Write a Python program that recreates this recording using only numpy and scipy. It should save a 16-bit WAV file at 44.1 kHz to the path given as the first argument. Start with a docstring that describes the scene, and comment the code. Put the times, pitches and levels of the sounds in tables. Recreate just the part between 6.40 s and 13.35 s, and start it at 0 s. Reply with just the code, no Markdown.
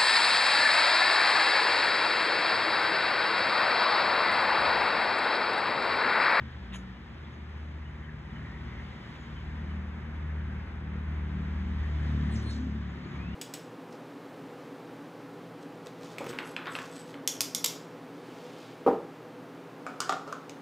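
"""A throbbing exhaust, heard from a garden: a car rolls slowly past, swells, and sags in pitch as it leaves.
Its firings make the boom and its unequal cylinders the overtones; a second, lower engine beats against it.
Tyres roar and hiss on the road. Right at the phone's two microphones, a hand rustles pieces of coral,
which squeak briefly against each other. Far off, small birds call and another road swells softly."""
import sys
import numpy as np
from scipy import signal
from scipy.fft import rfft, irfft
from scipy.io import wavfile
from scipy.ndimage import uniform_filter1d

SR = 44100
rng = np.random.default_rng(int(sys.argv[2]) if len(sys.argv) > 2 else 0)


def transcribe(u):
    """Save the signal u as a 16-bit wav file named by the first command-line argument.

    u: samples, shape (n,) or (channels, n), limited to [-1, 1]; the rate is SR.
    q: integer samples, one column per channel.
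    """
    v = np.clip(np.atleast_2d(u).T, -1, 1)
    q = np.round(v * 32767).astype(np.int16)
    wavfile.write(sys.argv[1], SR, q)


N = 306495
TIME, FREQ = np.arange(N) / SR, np.fft.rfftfreq(N, 1 / SR)

# the crank, almost steady, slowing once the car draws level: t/s, f/Hz
CRANK_RATE = [(0, 37.8), (1.5, 37.8), (3.6, 38.25), (4.4, 37.9), (5.2, 37.95), (6.0, 36.6), (6.95, 35.0)]
# the car's firing tone, twice a turn: t/s, level/dB
BOOM_LEVEL = [(0, -42.5), (.2, -44.5), (.42, -64), (.6, -51), (1.25, -40), (2.0, -47.5), (2.3, -43.5),
              (2.48, -44.5), (2.62, -71), (2.72, -48), (2.9, -48), (3.1, -40), (3.41, -35.5), (3.58, -41.5),
              (3.97, -32.5), (4.28, -40.5), (4.7, -33.5), (5.0, -35.5), (5.3, -32), (5.79, -29.5),
              (6.05, -34), (6.4, -35.5), (6.58, -42.5), (6.66, -58), (6.78, -40), (6.95, -39)]
# the exhaust's growl, loudest as it passes the microphones: t/s, level/dB
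GROWL_LEVEL = [(0, -49), (.8, -50), (1.5, -49.5), (2.2, -45), (2.7, -48.5), (3.3, -45.5), (4.3, -46),
               (5.1, -41.5), (5.5, -41.5), (5.78, -36), (6.03, -36.5), (6.24, -36.5), (6.45, -43.5),
               (6.65, -40), (6.95, -39.5)]
# overtones 4 and 5 of the crank swell and fade as the car moves through its reflections: t/s, level/dB
FOURTH_LEVEL = [(0, -64.5), (1.2, -55), (2.0, -47), (2.7, -52.5), (3.15, -44), (3.4, -55), (3.9, -44),
                (4.3, -53), (4.75, -45.5), (4.97, -38), (5.12, -48), (5.37, -50), (5.55, -42), (5.85, -36),
                (6.08, -56), (6.45, -42.5), (6.6, -55), (6.73, -39), (6.95, -58)]
FIFTH_LEVEL = [(0, -61), (.35, -45.5), (.7, -59), (1.5, -65), (2.1, -53.5), (2.8, -57), (3.1, -53),
               (3.38, -45), (3.75, -57), (4.05, -43.5), (4.35, -54.5), (4.55, -41), (4.75, -50),
               (5.0, -41.5), (5.3, -41.5), (5.56, -53), (5.88, -37), (6.13, -55), (6.3, -43.5), (6.48, -47),
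               (6.62, -51), (6.85, -44)]
# the other overtones: crank multiple, level/dB re cruising growl, dB per dB of growl, jitter/cycles
GROWL_OVERTONES = [(3, -6, 1.62, 0.04), (6, -8.5, 1.26, 0.073), (7, -16, 1.73, .08), (8, -21.5, 1.6, .14),
                   (10, -25.5, 1.2, 0.15), (11, -31.5, 1.5, 0.24)]
# spectrum of the uneven part of the firings: f/Hz, level/dB
RASP_SPECTRUM = [(40, -30), (85, 0), (125, -7), (170, -1), (225, 6.5), (290, -6), (350, -1.5), (450, -14.5),
                 (700, -22.5), (1500, -60.5)]
# tyres on the road: t/s, roar/dB before its boost, hiss/dB, fine hiss/dB
TYRE_LEVELS = [(0, -53.5, -61.5, -74), (1.7, -54.5, -66.5, -75), (2.25, -51.5, -62, -71.5),
               (2.7, -52, -60, -70), (3.4, -52, -65, -74), (4.6, -51.5, -65, -75.5),
               (5.4, -49.5, -60, -69.5), (5.75, -49, -58.5, -66.5), (5.97, -48.5, -56.5, -65.5),
               (6.35, -52.5, -62.5, -72), (6.95, -50.5, -60.5, -71.5)]
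# spectra of those three layers: f/Hz, level/dB
ROAR_SPECTRUM = [(20, -21.5), (38, -2), (58, 13), (150, 10.5), (400, -2), (620, -5.5), (950, -1),
                 (1300, -3), (1750, -3), (2100, -3.5), (2700, -11), (4000, -44.5)]
HISS_SPECTRUM = [(1500, -37), (2300, -16), (3000, 4), (3700, 1), (4300, -9), (5200, -8.5), (8000, -68)]
FINE_SPECTRUM = [(3000, -7.5), (4500, 6.5), (5500, 3.5), (6600, 1), (7600, -3), (9000, -10.5), (11000, -11),
                 (13000, -30.5), (15000, -47)]
# ring of the tread grooves: t/s, f/Hz, level/dB
TREAD_RING = [(0, 1796, -60), (.7, 1805, -68), (1.55, 1835, -65), (1.71, 1824, -56.5), (1.83, 1850, -68),
              (2.0, 1886, -56), (2.3, 1964, -59), (2.8, 1897, -59.5), (3.4, 1748, -65), (3.7, 1695, -61),
              (4.05, 1718, -58), (4.35, 1698, -67), (4.9, 1687, -57.5), (5.5, 1777, -57.5),
              (5.8, 1798, -55.5), (6.0, 1864, -53.5), (6.2, 1742, -64), (6.42, 1723, -60.5),
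              (6.95, 1685, -72)]
# firing rate of the lower engine, winding down: t/s, f/Hz
DRONE_FIRING = [(0, 63.8), (.5, 59.96), (1.3, 60.57), (3.0, 56.85), (4.7, 55.5), (6.95, 53.65)]
# its loudness: t/s, firing tone/dB, octave/dB before its trim
DRONE_LEVELS = [(0, -62, -40.5), (.3, -42.5, -54), (1.0, -61, -54), (1.5, -49.5, -55.5), (2.35, -45, -50),
                (2.75, -63, -56), (3.0, -42.5, -54), (3.5, -51, -58), (5.35, -43.5, -60.5),
                (5.8, -56.5, -61), (6.65, -61, -68), (6.95, -57, -59)]
# coral squeaking on coral: t/s, length/s, f/Hz, tone/dB, octave/dB
CORAL_SQUEAKS = [(5.935, .035, 4100, -66, -61), (6.035, .03, 4280, -67, -66), (6.092, .048, 4270, -53, -59),
                 (6.145, .06, 4290, -60, -70)]
# the dry scrapes that the squeaks break into: t/s, rise/s, decay/s, level/dB, falling band/dB
CORAL_SCRAPES = [(5.957, 0.012, 0.057, -54, -56.5), (6.112, .018, 0.081, -57.5, -65)]
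# skin rubbing on coral: t/s, length/s, level/dB, fizz/dB re that level
HAND_RUBS = [(.346, .036, -43.5, -13), (2.757, .025, -57, -24)]
# spectra of a scrape, a rub's brush and its fizz: f/Hz, level/dB
SCRAPE_SPECTRUM = [(3000, -12), (4300, 3), (5200, 5), (6300, 3), (7300, -3), (8200, -7), (9500, -31),
                   (13000, -30)]
BRUSH_SPECTRUM = [(400, -10), (1000, 2), (1900, 5.5), (2800, 6), (3700, 2), (4500, -10), (6000, -37)]
FIZZ_SPECTRUM = [(4000, -24), (5600, -8), (6700, 1), (7600, -8), (8600, -22), (10200, -8), (11000, -13),
                 (12200, -32)]
# distant bird notes: t/s, length/s, start f/Hz, end f/Hz, level/dB
BIRD_NOTES = [(0.535, 0.06, 2800, 3030, -64), (0.83, 0.04, 3400, 3560, -64),
              (0.92, 0.032, 6600, 6500, -74.5), (1.25, 0.076, 6600, 6600, -81),
              (1.447, 0.058, 2880, 2970, -60), (1.46, 0.054, 6680, 6560, -79),
              (1.62, 0.053, 3210, 2940, -63.5), (1.95, 0.044, 3080, 2950, -60.5),
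              (2.62, 0.041, 3100, 2990, -62.5), (2.76, 0.11, 6950, 6450, -77),
              (2.95, 0.05, 3140, 3000, -64.5), (3.288, 0.045, 3080, 2900, -60.5),
              (3.624, 0.045, 2930, 3020, -65), (3.98, 0.035, 3146, 2995, -65),
              (6.474, 0.04, 6450, 6680, -77), (6.626, 0.034, 4400, 4280, -59.5),
              (6.63, 0.18, 6780, 6480, -76), (6.66, 0.42, 1950, 3560, -56.5)]
# how alike the two microphones hear the outdoors: f/Hz, correlation/0-1
MIC_LIKENESS = [(100, 1), (350, 0.83), (600, 0.71), (900, 0.09), (1300, 0.66), (2000, 0.43), (2700, 0),
                (3400, 0.81), (6000, 1), (12000, 1)]
# sound bends round the phone, so the right microphone lags more in the treble: f/Hz, lag/s
MIC_LAG = [(100, 0.000077), (1300, 0.000011), (2000, 0.000079), (2600, 0.000078), (3500, 0.000065),
           (4250, 0.000074), (4700, 0.0001), (6800, 0.00015), (8700, 0.000167), (13000, .00019)]


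def car(cruise_db=-41.5, closest_s=5.91, rasp_db=-48, rasp_growth=0.65, puff_depth=0.52):
    """The exhaust passing the garden: two firings a turn give the boom, each with a rough puff."""
    (boom_db,), (growl_db,), (crank_hz,) = curves(BOOM_LEVEL), curves(GROWL_LEVEL), curves(CRANK_RATE)
    rise_db = growl_db - cruise_db
    turns = np.cumsum(crank_hz) / SR + 0.006 * walk(30)
    firing = np.cos(4 * np.pi * turns)
    boom = undb(boom_db + 0.5 * walk(13)) * np.sqrt(2) * firing
    partials = [(4, curves(FOURTH_LEVEL)[0], 0.017), (5, curves(FIFTH_LEVEL)[0], 0.017)]
    for multiple, db, growth, jitter in GROWL_OVERTONES:
        partials.append((multiple, cruise_db + db + growth * rise_db + 1.8 * walk(6), jitter))
    # close to the microphones, single turns stand out as stronger or weaker
    lumps_db = 1.7 * swell(closest_s, 0.38) * walk(60)
    overtones = undb(lumps_db) * exhaust_overtones(partials, crank_hz, turns)
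    puffs = colour(rng.standard_normal(N) * np.exp(puff_depth * firing), RASP_SPECTRUM)
    rasp = undb(rasp_db + rasp_growth * rise_db + lumps_db) * puffs
    return boom + overtones * pan(left_db=0.74) + rasp * pan(left_db=2.8)


def exhaust_overtones(partials, crank_hz, turns, smear_cycles=0.15, lumpy_db=1.6):
    """Unequal cylinders add overtones that line up in one pulse a turn, smeared by the silencer."""
    sound = 0
    for multiple, db, jitter in partials:
        waver = jitter * walk(18)  # uneven burning
        phase = 2 * np.pi * (multiple * turns + waver + smear_cycles * rng.standard_normal())
        level_db = db + reflection_db(multiple * crank_hz) + lumpy_db * walk(16)
        sound += undb(level_db) * np.sqrt(2) * np.cos(phase)
    return sound


def reflection_db(hz, at_s=6.3, length_s=0.38, centre_hz=233, fall_hz_per_s=200, width_hz=19, lift_db=9.5):
    """As the car leaves, a reflection lifts one band that slides down through the overtones."""
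    band_hz = centre_hz - fall_hz_per_s * (TIME - at_s)
    return lift_db * swell(at_s, length_s) * np.exp(-((hz - band_hz) / width_hz) ** 2)


def tyres(roar_boost_db=6):
    """Tread rolling on the road: a roar with brighter hiss on top."""
    roar_db, hiss_db, fine_db = curves(TYRE_LEVELS)
    roar = undb(roar_db + roar_boost_db) * outdoors(ROAR_SPECTRUM)
    return roar + undb(hiss_db) * outdoors(HISS_SPECTRUM) + undb(fine_db) * outdoors(FINE_SPECTRUM)


def tread_grooves(width_hz=200, wander_hz=50, flicker_db=1.8, grain_db=2.5):
    """Air pumped through the grooves rings in a wavering, grainy band."""
    ring_hz, ring_db = curves(TREAD_RING)
    grain = unit(undb(flicker_db * walk(16) + grain_db * walk(110)))
    return undb(ring_db) * grain * narrow(ring_hz + wander_hz * walk(12), width_hz)


def second_engine(octave_trim_db=-1, wobble_cycles=0.015):
    """A lower drone, so dull that only its firing tone and octave carry to the garden."""
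    (hz,), (tone_db, octave_db) = curves(DRONE_FIRING), curves(DRONE_LEVELS)
    phase = 2 * np.pi * (np.cumsum(hz) / SR + wobble_cycles * walk(10))
    octave = undb(octave_db + octave_trim_db) * np.cos(2 * phase)
    return np.sqrt(2) * (undb(tone_db) * np.cos(phase) + octave)


def coral_squeaks(grit, waver_hz=45, chatter_hz=3950, chatter_db=-2):
    """Close to the microphones, pieces of coral squeak against each other with a rough chatter."""
    chatter = undb(chatter_db) * grit * narrow(chatter_hz, width_hz=400)
    waver = waver_hz * walk(200)
    sound = 0
    for s, length, hz, db, octave_db in CORAL_SQUEAKS:
        tone = np.sqrt(2) * grit * np.sin(2 * np.pi * np.cumsum(hz + waver) / SR)
        octave = undb(octave_db) * narrow(2 * hz, width_hz=220)
        sound += swell(s, length) * (undb(db) * (tone + chatter) + octave)
    return sound


def coral_scrapes(grit, slip_hz=6550, fall_hz_per_s=65000, slip_s=0.029):
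    """The coral slips into gritty scrapes, each with a band that falls fast in pitch."""
    scrape = colour(rng.standard_normal(N) * grit, SCRAPE_SPECTRUM)
    sound = 0
    for s, rise, decay, db, band_db in CORAL_SCRAPES:
        band_hz = np.clip(slip_hz - fall_hz_per_s * (TIME - s), 0, SR / 4)
        sound += undb(db) * stroke(s, rise, decay) * scrape
        sound += undb(band_db) * swell(s, slip_s) * grit * narrow(band_hz, width_hz=590)
    return sound


def hand_rubs(grain_db=2.2, fizz_rise_s=0.02, fizz_decay_s=0.024):
    """Skin rubs over the coral beside the phone: a grainy brush, with a thin fizz trailing it."""
    grain = unit(undb(grain_db * walk(400)))
    brush = grain * colour(rng.standard_normal(N), BRUSH_SPECTRUM)
    fizz = grain * colour(rng.standard_normal(N), FIZZ_SPECTRUM)
    sound = 0
    for s, length, db, fizz_db in HAND_RUBS:
        trail = undb(fizz_db) * stroke(s, fizz_rise_s, fizz_decay_s) * fizz
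        sound += undb(db) * (swell(s, length) * brush + trail)
    return sound


def birds(waver=0.014, flutter_db=3, echo_db=-6, echo_t60_s=0.2):
    """Gliding, fluttering whistles from far off, scattered by trees and walls."""
    song = np.zeros(N)
    unsteady = 1 + waver * walk(200)
    for s, length, start_hz, end_hz, db in BIRD_NOTES:
        progress = np.clip((TIME - s) / length, 0, 1)
        hz = start_hz * (end_hz / start_hz) ** progress * unsteady
        song += undb(db) * np.sqrt(2) * np.sin(np.pi * progress) * np.sin(2 * np.pi * np.cumsum(hz) / SR)
    song *= unit(undb(flutter_db * walk(130)))
    t = TIME[:SR // 2]
    scatter = rng.standard_normal((2, len(t))) * undb(-60 * t / echo_t60_s)
    scatter /= np.sqrt(np.sum(scatter ** 2, axis=1, keepdims=True))
    return song + undb(echo_db) * signal.fftconvolve(song[None], scatter, axes=1)[:, :N]


def far_road(at_s=6.82, length_s=0.19, level_db=-57):
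    """One soft swell of traffic from a farther road."""
    return undb(level_db) * swell(at_s, length_s) * narrow(hz=1020, width_hz=240)


def outdoors(spectrum):
    """Coloured noise from a wide area, only partly alike at the two microphones."""
    alike = np.clip(across(MIC_LIKENESS), 0, 1)
    common, own = rfft(rng.standard_normal(N)), rfft(rng.standard_normal((2, N)))
    return colour(irfft(np.sqrt(alike) * common + np.sqrt(1 - alike) * own, N), spectrum)


def narrow(hz, width_hz):
    """A noise band made at SR / 4, then shifted to a centre that may move; rms 1."""
    bell = np.exp(-((FREQ - SR / 4) / width_hz) ** 2 / 2)
    band = signal.hilbert(irfft(rfft(rng.standard_normal(N)) * bell, N))
    shift = np.exp(2j * np.pi * np.cumsum((hz - SR / 4) * np.ones(N)) / SR)
    return unit(np.real(band * shift))


def colour(x, spectrum):
    """Filter by an f/Hz, level/dB table; rms 1."""
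    return unit(irfft(rfft(x) * undb(across(spectrum)), N))


def walk(rate):
    """A smooth random drift that changes about rate times a second; rms 1."""
    k = int(SR / rate)
    held = np.repeat(rng.standard_normal(N // k + 1), k)
    return unit(uniform_filter1d(uniform_filter1d(held, k), k)[:N])


def swell(s, length):
    """A rounded burst centred on s."""
    return np.exp(-2 * ((TIME - s) / length) ** 2)


def stroke(s, rise, decay):
    """A push that is full at s, holds as long as it took to rise, then dies away."""
    return np.clip((TIME - s) / rise + 1, 0, 1) * np.exp(-np.maximum(TIME - s - rise, 0) / decay)


def curves(table):
    """Each column of a time table, sample by sample."""
    s, *columns = np.transpose(table)
    return [np.interp(TIME, s, c) for c in columns]


def across(table):
    """An f/Hz, value table joined on a log-frequency axis."""
    hz, value = np.transpose(table)
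    return np.interp(np.log(FREQ + 1), np.log(hz), value)


def pan(left_db):
    """Gains for the two microphones, the left louder by left_db."""
    return undb([[left_db / 2], [-left_db / 2]])


def undb(db):
    """Decibels to gain."""
    return 10 ** (np.asarray(db) / 20)


def unit(x):
    """Scale to rms 1."""
    return x / np.sqrt(np.mean(x ** 2))


def scene(flutter_db=0.5, grit_db=1.5, fade_s=0.006):
    """The garden at the phone: sound reaches the left microphone a little earlier and louder."""
    engines = car() + second_engine()
    road = tyres() + tread_grooves() + far_road()
    road *= undb(flutter_db * walk(14))  # moving air flutters these together
    rubs = hand_rubs()
    grit = unit(undb(grit_db * walk(350)))
    coral = coral_squeaks(grit) + coral_scrapes(grit)
    fade = np.clip(np.minimum(TIME, TIME[::-1]) / fade_s, 0, 1)
    left, right = fade * (engines + road + rubs + coral + birds())
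    right = irfft(rfft(right) * np.exp(-2j * np.pi * FREQ * across(MIC_LAG)), N)
    return np.array([left, right]) * pan(left_db=0.6)


def record(dry, top_hz=15100):
    """The phone cuts the top of the treble."""
    return signal.sosfilt(signal.ellip(8, .2, 70, top_hz, fs=SR, output="sos"), dry)


dry = scene()
out = record(dry)
transcribe(out)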